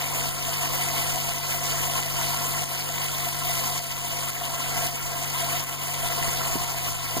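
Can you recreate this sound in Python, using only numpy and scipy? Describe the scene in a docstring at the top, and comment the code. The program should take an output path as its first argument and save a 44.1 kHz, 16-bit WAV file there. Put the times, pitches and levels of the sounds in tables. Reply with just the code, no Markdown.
"""A small pump hums and churns the water of a bait tank; drops tick, a hand bumps the casing near the end.
Hum: multiples of the shaft rate. Churn: bursting-bubble noise coloured by tank resonances.
Ticks and bumps: short decaying sines. A phone hears it through two microphones, subtracts from each
the delayed other one to widen the image, and limits: loud ticks duck the whole sound, which creeps back up."""
import sys
import numpy as np
from scipy import signal
from scipy.fft import rfft, irfft, next_fast_len
from scipy.io import wavfile

SR = 44100
rng = np.random.default_rng(int(sys.argv[2]) if len(sys.argv) > 2 else 0)


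def bounce(signal):
    """Save signal as a 16-bit WAV file at the path given by the first command-line argument."""
    frames = np.transpose(np.atleast_2d(signal))
    limited = np.clip(frames, -1, 1)
    pcm = np.round(limited * 32767).astype(np.int16)
    wavfile.write(sys.argv[1], SR, pcm)


def magnitude_from_level(level_db):
    """Linear magnitude for a level in decibels (20 dB per decade)."""
    exponent = np.asarray(level_db, float) / 20
    return 10 ** exponent


N = 317520


def rms_one(x):
    """Scale to unit rms."""
    return x / np.sqrt(np.mean(x ** 2) + 1e-20)


def at_hz(rows, hz):
    """Columns of a frequency table, interpolated on a log axis."""
    centre_hz, *columns = np.transpose(rows)
    return [np.interp(np.log(hz), np.log(centre_hz), c) for c in columns]


def in_time(rows):
    """Columns of a time table at every sample."""
    s, *columns = np.transpose(rows)
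    return [np.interp(np.arange(N) / SR, s, c) for c in columns]


def drift(rate_hz):
    """Slow unit-rms noise: white noise through two equal poles at rate_hz, run at SR / 40."""
    pole = np.exp(-80 * np.pi * rate_hz / SR)
    noise = rng.standard_normal(N // 40 + 2002)
    slow = signal.lfilter([1], [1, -2 * pole, pole * pole], noise)[2000:]   # settled part
    return np.interp(np.arange(N) / 40, np.arange(len(slow)), rms_one(slow))


def ping(hz, t60_s):
    """Exponentially decaying sine, 0.1 s long, peak 1."""
    t = np.arange(round(.1 * SR)) / SR
    wave = np.sin(2 * np.pi * hz * t) * magnitude_from_level(-60 * t / t60_s)
    return wave / np.abs(wave).max()


def add(track, s, sound):
    """Mix a sound into the track at s seconds."""
    i = round(s * SR)
    track[..., i:i + sound.shape[-1]] += sound[..., :N - i]


# shaft harmonics before the late shift in balance:
# (multiple of shaft rate [1], front level [dB rms], rear minus front [dB], rear phase lead [rad])
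HARMONICS = [(1, -36, 2, -0.12), (2, -36.5, -3.5, -0.5), (3, -33, 2, -0.38), (4, -52, 2, -0.34),
             (5, -48.5, 0, -0.24), (6, -59.5, -4, -.33), (7, -55, 5.5, -0.77), (9, -63.5, 3.5, -1.7),
             (10, -54, -3.5, -0.63), (12, -58, -6, -0.52)]
SECOND_SWELL_DB, UPPER_FADE_DB = 7.5, -6.0   # late change of multiple 2, of multiples above 3
LEAD_LEFT = 0.7   # share of the rear phase lead left after the shift


def hum(angle_rad, swing, waver_db, spread_rad):
    """Wavering multiples of the shaft rate, higher ones further out of step; swing 0-1 shifts their balance."""
    out = np.zeros((2, N))
    lead_share = 1 - (1 - LEAD_LEFT) * swing
    for multiple, db, rear_db, lead_rad in HARMONICS:
        swing_db = swing * (SECOND_SWELL_DB * (multiple == 2) + UPPER_FADE_DB * (multiple > 3))
        height = np.sqrt(2) * magnitude_from_level(db + swing_db + waver_db * multiple * drift(2.8))
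        phase = multiple * angle_rad + spread_rad * multiple ** 2
        front = np.cos(phase)
        rear = magnitude_from_level(rear_db) * np.cos(phase + lead_rad * lead_share)
        out += height * np.array([front, rear])
    return out


def bursts(gurgle_db, cycles_apart, spread_db, grain_share, patchy_db):
    """Two unrelated swarms of bursting bubbles over a smooth rush, in third-octave bands; flat, 0 dB per Hz."""
    out, surge = 0, drift(17.0)
    edges_hz = 25 * 2 ** (np.arange(29) / 3)
    rush, chance = rng.standard_normal((2, N)), rng.random((2, N))
    sizes = magnitude_from_level(spread_db * np.minimum(rng.exponential(1, (2, N)), 5))
    sizes = sizes * rng.choice([-1, 1], (2, N))
    for k, (low, high) in enumerate(zip(edges_hz, edges_hz[1:])):
        shift = k * (N // 31)   # each band reads the draws from another place
        # small bubbles ring higher and burst more often
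        burst = np.roll(chance, 2 * shift, axis=1) < low / cycles_apart / SR
        pops = rms_one(np.roll(sizes, shift, axis=1) * burst)
        share = np.clip(grain_share, 0, 1) / (1 + (650 / low) ** 2)   # the low rush is smooth
        drive = np.sqrt(share) * pops + np.sqrt(1 - share) * np.roll(rush, shift, axis=1)
        band = signal.sosfilt(signal.butter(2, [low, high], "band", fs=SR, output="sos"), drive)
        swell_db = gurgle_db / (1 + (low / 1600) ** 4)   # big bubbles come in clusters
        out = out + band * magnitude_from_level(swell_db + patchy_db * (0.63 * surge + drift(17.6)))
    return rms_one(out) * np.sqrt(edges_hz[-1])


# churned water at the front microphone before the resonances: (frequency [Hz], density [dB per Hz])
CHURN_COLOUR = [(30, -52), (70, -63), (130, -66), (220, -72), (400, -73.5), (610, -76.5), (800, -71.5),
                (1500, -71.5), (3000, -72), (3700, -75.5), (4700, -70.5), (7000, -70), (9000, -70),
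                (10500, -77), (12500, -75.5), (14800, -78.5)]
# tank and air-space resonances, a negative rise being a dip:
# (centre [Hz], full width at 3/4 of the dB rise [Hz], rise [dB])
TANK_MODES = [(274, 24, 9), (508, 42, 10), (687.2, 53.5, 16.5), (945, 65, 7.5), (1047.5, 70, 10.5),
              (1108, 85, 2), (1361, 38, 10.5), (1506, 9.7, 6), (1614, 16, 8), (1830, 104, 3),
              (2013, 40, 11.5), (2191, 30, 10.5), (2543, 110, 5.5), (2863, 67, -4.5), (2915, 89, 12.5)]
# rear microphone: (frequency [Hz], rear minus front [dB], likeness [0-1], phase lead [rad])
REAR_CHURN = [(30, -4.9, 0.82, -3), (65, -1, 0.96, 0.7), (219, -1, 0.91, -1.16), (376, 2, 0.9, 0),
              (500, -1, 0.76, -1.84), (600, -6, 0.7, 0.5), (716, 4, 0.95, -0.45), (807, -2, 0.5, -1.7),
              (1030, -2, 0.79, -2.0), (1670, 1, 0.91, -2.5), (1945, -8.5, 0.17, -3),
              (2152, -1.5, 0.65, -3.5), (3166, 5, 0.56, -6), (4710, -4.5, 0.42, -8), (6830, -5.5, 0, -7),
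              (9700, -4, 0, -12.5), (14900, 7.5, 0.15, -7)]


def churn(angle_rad, gurgle_db, throb):
    """Bubble noise coloured by the tank; the rear microphone shares part of it, shifted in phase and level."""
    size = next_fast_len(N)
    hz = np.arange(size // 2 + 1) * SR / size + 1e-3   # keeps the log finite
    bubbles = bursts(gurgle_db, cycles_apart=4.0, spread_db=4.5, grain_share=0.48, patchy_db=1.61)
    # the impeller pushes the jet once a turn
    shared, apart = rfft(bubbles * (1 + throb * np.cos(angle_rad)), size)
    colour = magnitude_from_level(at_hz(CHURN_COLOUR, hz)[0])
    for centre_hz, width_hz, rise_db in TANK_MODES:
        colour = colour * magnitude_from_level(rise_db / (1 + (2 * (hz - centre_hz) / width_hz) ** 2 / 3))
    rear_db, alike, lead_rad = at_hz(REAR_CHURN, hz)
    alike = np.clip(alike, 0, 1)
    rear = alike * np.exp(1j * lead_rad) * shared + np.sqrt(1 - alike ** 2) * apart
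    return irfft(colour * np.array([shared, magnitude_from_level(rear_db) * rear]), size)[:, :N]


# loudest drops at the front microphone, before widening and limiting: (time [s], peak level [dB])
LOUD_TICKS = [(.2931, -8.5), (1.0307, -13.5), (1.1006, -14), (1.1598, -10.5), (1.2939, -9), (1.3361, -7.5),
              (2.034, -11), (2.521, -11), (2.6412, -6), (2.89, -9), (3.0656, -9), (3.29, -8),
              (3.7921, -6.5), (4.0828, -9), (4.303, -6.5), (4.8717, -7.5), (4.957, -6.5), (5.3008, -10),
              (5.606, -9), (5.6398, -6), (6.3847, -20), (6.4838, -9), (6.6454, -9.5), (6.9247, -7.5)]
SMALL_TICKS_PER_S, SMALL_TICK_DB, SMALL_TICK_SPREAD_DB = 2.7, -18, 3.0   # spread is +-
TICK_LOW_HZ, TICK_HIGH_HZ = 6060, 14000


def ticks(cycles, rear_db):
    """Each drop rings a few cycles at a pitch of its own; small ones fall at random between the loud ones."""
    out = np.zeros((2, N))
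    chance = rng.random((60, 2))
    small_s = np.cumsum(-np.log(1 - chance[:, 0])) / SMALL_TICKS_PER_S
    small_db = SMALL_TICK_DB + SMALL_TICK_SPREAD_DB * (2 * chance[:, 1] - 1)
    drops = LOUD_TICKS + [row for row in zip(small_s, small_db) if row[0] < N / SR]
    for (s, db), pitch in zip(drops, rng.random(len(LOUD_TICKS) + len(chance))):
        hz = TICK_LOW_HZ * (TICK_HIGH_HZ / TICK_LOW_HZ) ** pitch
        add(out, s, magnitude_from_level([[db], [db + rear_db]]) * ping(hz, cycles / hz))
    return out


# hand bumps on the casing, before widening and limiting:
# (time [s], front peak level [dB], brightness [dB per octave], rear minus front [dB])
KNOCKS = [(6.215, -21, -6, -9), (6.28, -20, -7, -8), (6.555, -13.5, 3, 4.5), (6.609, -26, -8, -10),
          (6.859, -31, -12, -7), (7.167, -18.5, 11, 6), (7.182, -20, -5, 5)]
# casing modes: (frequency [Hz], relative level at zero brightness [dB], t60 [s])
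CASING_MODES = [(55, -4, 0.099), (99.8, -15, 0.058), (170, 5, 0.067), (251, 8.5, 0.027), (338, -6, 0.057),
                (690, -11.5, 0.027)]


def bumps(soft_s):
    """Each knock strikes every casing mode, brightness tilting them about 250 Hz; skin softens the attack."""
    out = np.zeros((2, N))
    for s, db, tilt_db, rear_db in KNOCKS:
        knock = 0
        for hz, mode_db, t60_s in CASING_MODES:
            knock = knock + magnitude_from_level(mode_db + tilt_db * np.log2(hz / 250)) * ping(hz, t60_s)
        knock = knock * (1 - np.exp(-np.arange(len(knock)) / SR / soft_s))
        add(out, s, magnitude_from_level([[db], [db + rear_db]]) * knock / np.abs(knock).max())
    return out


# shaft speed, sagging under load: (time [s], speed [turns per s])
SHAFT_SPEED = [(0, 49.02), (3.1, 48.92), (3.5, 48.67), (7.2, 48.52)]
# low gurgle against the hiss: (time [s], level [dB])
GURGLE_LEVEL = [(0, -0.5), (1.3, -2.5), (2.5, -1.5), (3.6, -4), (4.7, -0.5), (5.7, -2), (6.15, -0.5),
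                (6.55, 0.5), (7.0, -2), (7.2, -2)]
SWING_START_S, SWING_S = 6.34, 0.95   # late shift of the hum's balance


def scene():
    """Sum of pump hum, churn, ticks and bumps at the front and rear microphone."""
    turns_per_s, = in_time(SHAFT_SPEED)
    gurgle_db, = in_time(GURGLE_LEVEL)
    angle_rad = 2 * np.pi * np.cumsum(turns_per_s) / SR
    swing = np.clip((np.arange(N) / SR - SWING_START_S) / SWING_S, 0, 1)
    pump = hum(angle_rad, swing, waver_db=0.12, spread_rad=.8)
    water = churn(angle_rad, gurgle_db, throb=.06)
    return pump + water + ticks(cycles=4.0, rear_db=-8) + bumps(soft_s=0.0018)


CROSS_LAG_SAMPLES, BOOST_DB = 16, 0.5


def widen(x):
    """Subtract from each microphone the delayed other one, then boost."""
    late = np.pad(x[::-1], ((0, 0), (CROSS_LAG_SAMPLES, 0)))[:, :N]
    return magnitude_from_level(BOOST_DB) * (x - late)


CEILING_DB, RECOVERY_DB_PER_S = -11.5, 10.5
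START_DUCK_DB = 3   # the limiter is still recovering at the start


def limit(x):
    """Instant-attack peak limiter, linked across channels, recovering at a constant dB rate."""
    over_db = 20 * np.log10(np.abs(x).max(axis=0) + 1e-9) - CEILING_DB
    ramp_db = RECOVERY_DB_PER_S * np.arange(N) / SR
    held_db = np.maximum(np.maximum.accumulate(over_db + ramp_db), START_DUCK_DB)
    duck_db = np.maximum(held_db - ramp_db, 0)
    return x * magnitude_from_level(-duck_db)


CUTOFF_HZ = 15450


def cut_top(x):
    """Steep zero-phase elliptic low-pass."""
    return signal.sosfiltfilt(signal.ellip(10, .5, 40, CUTOFF_HZ, fs=SR, output="sos"), x)


WEAK_DB = -9.5


def drop_weaker(x):
    """Per band and frame, drop the sum or difference where it lies WEAK_DB or further below the other."""
    mid_side = np.array([x[0] + x[1], x[0] - x[1]]) / 2
    _, _, frames = signal.stft(mid_side, SR, nperseg=2048)
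    power = np.abs(frames) ** 2
    for low in range(52, 764, 8):   # 8-bin bands, about 1.1 to 16.4 kHz
        band = power[:, low:low + 8].sum(axis=1)
        keep = band > magnitude_from_level(WEAK_DB) ** 2 * band[::-1]
        frames[:, low:low + 8] *= keep[:, None]
    total, apart = signal.istft(frames, SR, nperseg=2048)[1][:, :N]
    return np.array([total + apart, total - apart])


def top_cut(x):
    """Nothing passes above the cut-off."""
    return signal.sosfilt(signal.butter(12, 16860, fs=SR, output="sos"), x)


def record(dry):
    """The phone: widening by cross-subtraction, limiter, cut top, weaker sum or difference dropped."""
    limited = limit(widen(dry))
    mix = drop_weaker(cut_top(limited))
    return top_cut(mix)


dry = scene()
out = record(dry)
bounce(out)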